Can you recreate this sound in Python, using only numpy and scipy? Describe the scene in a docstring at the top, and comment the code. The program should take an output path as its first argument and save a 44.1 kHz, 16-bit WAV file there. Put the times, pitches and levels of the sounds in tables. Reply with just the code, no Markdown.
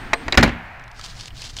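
"""Latching a truck's roll-up door

The catch clacks, then the steel lever swings over and slams twice into its stop, shaking the
door panels and the hollow cargo box behind them. A dry, crackling rustle follows, like a jacket
sleeve, with a few small ticks. Underneath are fading distant traffic and wind on the microphone."""
import sys
import numpy as np
from scipy import signal
from scipy.fft import rfft, irfft
from scipy.io import wavfile

SR = 44100
rng = np.random.default_rng(int(sys.argv[2]) if len(sys.argv) > 2 else 0)


def generate_wav(signal):
    """Clip the signal to [-1, 1] and save it as 16-bit WAV at the path in sys.argv[1]."""
    frames = np.transpose(np.atleast_2d(signal))
    scaled = np.clip(frames, -1, 1) * 32767
    pcm = np.round(scaled).astype(np.int16)
    wavfile.write(sys.argv[1], SR, pcm)


N = 70560
STEEL_RISE_S = 0.00079  # how fast struck steel starts to ring


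def amp(db):
    """Turns decibels into a gain."""
    return 10 ** (np.asarray(db) / 20)


def unit(x):
    """Scales a sound to an average (rms) level of 1."""
    return x / np.sqrt(np.mean(x ** 2) + 1e-20)


def read(points, hz):
    """Looks up a table by frequency, on a log scale."""
    f, value = np.transpose(points)
    return np.interp(np.log(hz + 1), np.log(f + 1), value)


def add(mix, s, sound):
    """Adds a sound at s seconds."""
    part = mix[max(round(s * SR), 0):][:len(sound)]
    part += sound[:len(part)]


def colour(x, spectrum):
    """Gives a sound the shape of a spectrum, keeping attacks sharp."""
    size = 4096
    log_gain = np.log(amp(read(spectrum, abs(np.fft.fftfreq(size, 1 / SR)))))
    taps = np.fft.ifft(np.exp(np.conj(signal.hilbert(log_gain)))).real[:size // 2]
    return signal.fftconvolve(x, taps / np.linalg.norm(taps))[:len(x)]


def dying(t, t60):
    """A fade that falls by 60 dB in t60 seconds."""
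    return np.exp(-np.log(1000) * t / np.maximum(t60, 1e-4))


def ring(modes, rise_s):
    """A struck part rings with a few clear, fading tones (its modes)."""
    t = np.arange(SR // 2) / SR
    tones = sum(amp(db) * dying(t, t60) * np.sin(2 * np.pi * hz * t) for hz, db, t60 in modes)
    return (1 - np.exp(-t / rise_s)) * tones


def clang(spectrum, decay, tilt_db, rise_s, rise_cycles=0, count=27):
    """Countless crowded tones: third-octave bands of noise, each fading at its own speed."""
    size = 32768
    t, f = np.arange(size) / SR, np.fft.rfftfreq(size, 1 / SR)
    hz = np.geomspace(40, 16000, count)[:, None]
    window = np.maximum(1 - abs(np.log((f + 1) / hz)) / np.log(hz[1] / hz[0]), 0)
    attack = 1 - np.exp(-t / (rise_s + rise_cycles / hz))  # rise_cycles slows the low bands most
    shape = attack * dying(t, read(decay, hz))
    bands = irfft(window * rfft(rng.standard_normal(size))) * shape
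    bands *= np.linalg.norm(shape, axis=1, keepdims=True) / np.linalg.norm(bands, axis=1, keepdims=True)
    octaves = np.log2(hz / 1500)
    return (bands * amp(read(spectrum, hz) + tilt_db * octaves)).sum(0)


def wash(spectrum, levels):
    """Filtered noise that slowly swells and fades."""
    noise = colour(rng.standard_normal(N + SR), spectrum)[SR:]
    level_db = np.interp(np.arange(N) / SR, *np.transpose(levels))
    return unit(noise) * amp(level_db)


def traffic():
    """Distant traffic blurs into a fading rush."""
    spectrum = [(100, 0), (300, -14), (480, -9.5), (750, 3.5), (1150, -1.5), (1700, 2.5), (2400, -2.5),
                (3200, -15.5), (4500, -22.5), (8000, -38), (15000, -63)]  # tone of the rush: f/Hz, relative level/dB
    levels = [(0, -37), (.25, -41), (.6, -37.5), (.8, -40), (.95, -45.5), (1.15, -47), (1.32, -52),
              (1.6, -53)]  # its loudness: t/s, level/dB
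    return wash(spectrum, levels)


def wind():
    """Wind and handling rumble on the microphone."""
    spectrum = [(15, -5.5), (30, 2.5), (60, -7), (120, -5.5), (200, -20.5), (400, -28.5), (2000, -51.5)]  # tone of the rumble: f/Hz, relative level/dB
    levels = [(0, -36), (.2, -39), (.3, -36), (.6, -41), (.85, -45), (1.15, -39), (1.6, -39)]  # its loudness: t/s, level/dB
    return wash(spectrum, levels)


def lever_slide():
    """The lever rubs as the hand slides it round."""
    spectrum = [(100, -10.5), (250, 10.5), (500, -4), (1000, -15), (2500, -7), (4200, -13.5), (8000, -27.5),
                (15000, -43)]  # tone of the rubbing: f/Hz, relative level/dB
    levels = [(0, -40), (.1, -43), (0.218, -40), (.27, -41.5), (.36, -41), (.5, -63)]  # its loudness: t/s, level/dB
    return wash(spectrum, levels)


def latch():
    """The steel catch, hook and lever knock together and ring."""
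    pings = [(0, -55), (0.1343, -47.5)]  # thin rings of the catch: t/s, level/dB
    # light knocks: t/s, level/dB, treble tilt/(dB per octave), catch ring/dB, hook ring/dB
    clacks = [(0.1323, -1, 1.5, 2.5, -28), (0.1350, 2, 0, -22, -4), (0.2815, -5.5, -1, -10, -16),
              (0.3238, -3, 0, -35, 3), (0.330, -6.5, -2, -36, -30), (0.342, -5.5, -1.5, -35, -29),
              (0.3479, -6.5, -1.5, -35, -20), (0.352, -17, 3.5, -26, -38), (0.4091, -8.5, 2, -29, -39),
              (0.492, -10, -2, -23, -36)]
    steel_bands = [(60, -33.5), (150, -65), (300, -29), (600, -30), (950, -23.5), (1500, -26), (2200, -9),
                   (3000, -27), (4000, -23), (5500, -23), (7200, -29.5), (9500, -48.5), (15000, -49.5)]  # clang of the steel: f/Hz, level/dB
    steel_decay = [(100, 0.063), (400, 0.045), (1000, 0.047), (2200, 0.028), (5000, 0.012), (12000, 0.035)]  # how long it lasts: f/Hz, t60/s
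    catch_modes = [(294, -23.5, 0.047), (455.8, -31.5, 0.28), (688, -17.5, 0.073), (956, 3.5, 0.0068),
                   (1050, -25, 0.046), (1218, -21.5, 0.073), (2090, -13, 0.016), (4113, -36, 0.11)]  # tones of the catch: f/Hz, level/dB, t60/s
    hook_modes = [(1764, -20, 0.047), (3460, -17.5, 0.023), (3854, -6, 0.015), (4020, -16, 0.033),
                  (4670, -20, 0.041), (4960, -17.5, 0.019), (7260, -18, 0.0086)]  # tones of the hook: f/Hz, level/dB, t60/s
    ping_hz, ping_t60, damped_s = 8175, 0.52, 0.23
    out = np.zeros(N)
    for s, db in pings:
        add(out, s, ring([(ping_hz, db, ping_t60)], STEEL_RISE_S))
    out *= dying(np.maximum(np.arange(N) / SR - damped_s, 0), t60=0.12)  # the hand stops the ping
    for s, db, tilt_db, catch_db, hook_db in clacks:
        add(out, s, amp(db) * clang(steel_bands, steel_decay, tilt_db, STEEL_RISE_S))
        add(out, s, amp(catch_db) * ring(catch_modes, STEEL_RISE_S))
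        add(out, s, amp(hook_db) * ring(hook_modes, STEEL_RISE_S))
    return out


def door():
    """A hand bumps the door, then the lever hits its stop and bounces; panels boom, the box echoes."""
    # a soft bump of the hand on the door, then blows of the lever:
    # t/s, level/dB, treble tilt/(dB per octave), panel boom/dB, lever ring/dB
    hits = [(0.262, -38.5, -7, -23.5, -53), (0.3740, 1, 0.5, 2.5, 2), (0.3945, -15, -1, -11.5, -20),
            (0.4272, -2, -2, -15.5, -13), (0.431, -7, 2.5, -48, -5.5), (0.460, -18.5, -3.5, -12.5, -38),
            (0.4761, -17.5, -2, -23, -35)]
    skin_bands = [(40, -28.5), (110, -29), (260, -19), (450, -23), (700, -14.5), (1100, -17.5), (1500, -14),
                  (2200, -11.5), (3000, -19.5), (4000, -15), (5100, -26), (6500, -22), (9000, -37),
                  (15000, -38.5)]  # clang of the door's skin and fittings: f/Hz, level/dB
    skin_decay = [(60, 0.16), (250, 0.15), (600, 0.085), (2000, 0.068), (4500, 0.058), (12000, 0.045)]  # how long it lasts: f/Hz, t60/s
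    box_bands = [(60, -47), (230, -35.5), (500, -34), (1000, -40), (2200, -28.5), (4000, -40.5),
                 (8000, -52.5), (15000, -73)]  # echo of the cargo box: f/Hz, level/dB
    box_decay = [(60, 0.63), (400, 0.43), (2000, 0.5), (5000, 0.31), (12000, 0.28)]  # how long it lasts: f/Hz, t60/s
    panel_modes = [(58.7, -14, 0.34), (72.8, -4, 0.12), (121, -12, 0.21), (166, -24, 0.53),
                   (231.7, -17, 0.41), (259, -10.5, 0.18), (295.8, -15.5, 0.19), (352.5, -22, 0.19),
                   (404, -20.5, 0.137), (560, -25, 0.14)]  # tones of the panels: f/Hz, level/dB, t60/s
    lever_modes = [(720, -25, 0.12), (1454, -11.5, 0.1), (1727, -20, 0.21), (2080, -25.5, 0.23),
                   (2306, -12.5, 0.084), (4190, -16.5, 0.039), (5096, -4, 0.019), (6750, -21, 0.03)]  # tones of the lever: f/Hz, level/dB, t60/s
    # tones of the latch spring: f/Hz, level/dB, t60/s
    spring_modes = [(8100, -56, 0.14), (9940, -30, 0.074), (11430, -48, 0.15), (13610, -42, 0.1)]
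    out = np.zeros(N)
    for s, db, tilt_db, boom_db, lever_db in hits:
        skin = clang(skin_bands, skin_decay, tilt_db, rise_s=0.00022, rise_cycles=0.27)
        echo = clang(box_bands, box_decay, tilt_db=0, rise_s=0.0048)
        add(out, s, amp(db) * (skin + echo))
        add(out, s, amp(boom_db) * ring(panel_modes, rise_s=0.0049))
        add(out, s, amp(lever_db) * ring(lever_modes, STEEL_RISE_S))
    add(out, 0.431, ring(spring_modes, STEEL_RISE_S))  # the spring sings after the second big slam
    return out


def rustle():
    """Tiny slips of cloth swell with each stroke, dotted with sharp little clicks."""
    strokes = [(1, 0.032, -10.5), (1.05, 0.014, 0.5), (1.102, 0.019, -5), (1.209, 0.048, -6),
               (1.276, 0.0063, -5), (1.404, 0.036, -5), (1.457, 0.017, 0.5), (1.502, 0.0095, -4.5),
               (1.539, 0.017, -13), (1.574, 0.0068, 0.5), (1.597, 0.0089, 0.5)]  # moves of the cloth: middle t/s, half length/s, relative level/dB
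    # sharp little clicks, from the cloth and from small hard parts touching: t/s, level/dB
    clicks = [(0.796, -40), (0.839, -37), (.879, -37.5), (.914, -33.5), (0.9948, -28), (1.012, -26),
              (1.041, -28), (1.0612, -22.5), (1.1973, -27.5), (1.209, -23), (1.257, -23), (1.2807, -24.5),
              (1.369, -32), (1.4185, -19.5), (1.469, -31), (1.4963, -30.5), (1.5668, -20.5), (1.5878, -26)]
    spectrum = [(200, -12.5), (700, -6), (1500, -5), (2200, -4.5), (3000, 1), (4800, 3.5), (7000, -5),
                (9000, -12), (11500, -24), (15500, -30)]  # tone of the rustle: f/Hz, relative level/dB
    slips_per_s, spread_db, rustle_db, click_rise_s = 7000, 3.2, -35, 0.0006
    t, short = np.arange(N) / SR, np.arange(SR // 25) / SR
    effort = np.sqrt(sum(amp(db) ** 2 * np.exp(-((t - s) / half) ** 2) for s, half, db in strokes))
    slipping = rng.random(N) < slips_per_s / SR
    slips = slipping * amp(spread_db * np.minimum(rng.exponential(1, N), 4.5))
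    power = signal.fftconvolve(slips ** 2, dying(short, t60=0.004) ** 2)[:N]
    grains = np.sqrt(abs(power)) * rng.standard_normal(N)
    crackle = amp(rustle_db) * effort * unit(grains)
    click = (1 - np.exp(-short / click_rise_s)) * dying(short, t60=0.012)
    for s, db in clicks:
        add(crackle, s, amp(db) * click * rng.choice([-1, 1], len(short)))
    return colour(crackle, spectrum)


def ticks():
    """Small hard parts touch: each gives a short scrape around one rough pitch."""
    touches = [(.9943, -32, 1300, .028), (1.306, -36.5, 2970, 0.022), (1.424, -33, 2720, 0.022),
               (1.443, -35.5, 3020, 0.046), (1.5868, -20.5, 3310, 0.0088), (1.5952, -29, 3120, 0.014)]  # light contacts: t/s, level/dB, f/Hz, t60/s
    width_hz = 750
    out, t = np.zeros(N), np.arange(SR // 10) / SR
    for s, db, hz, t60 in touches:
        body = t * np.exp(-np.pi * width_hz * t) * np.sin(2 * np.pi * hz * t)
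        fade = dying(t, t60)
        scrape = fade * signal.fftconvolve(rng.standard_normal(2 * len(t) - 1), body, "valid")
        add(out, s, amp(db) * scrape * np.linalg.norm(fade) / np.linalg.norm(scrape))
    return out


def scene():
    """Mixes all the sounds into one channel."""
    return (latch() + door() + rustle() + ticks() + traffic() + lever_slide() + wind())[None]


def record(dry):
    """The heavy blows overload and lose their peaks; then the highest treble is cut."""
    drive_db, hardness, cutoff_hz = -0.5, 9.4, 15800
    driven = dry * amp(drive_db)
    clipped = driven / (1 + abs(driven) ** hardness) ** (1 / hardness)
    lowpass = signal.firwin(255, cutoff_hz, window=("kaiser", 8), fs=SR)
    return signal.oaconvolve(clipped, lowpass[None], "same")


dry = scene()
out = record(dry)
generate_wav(out)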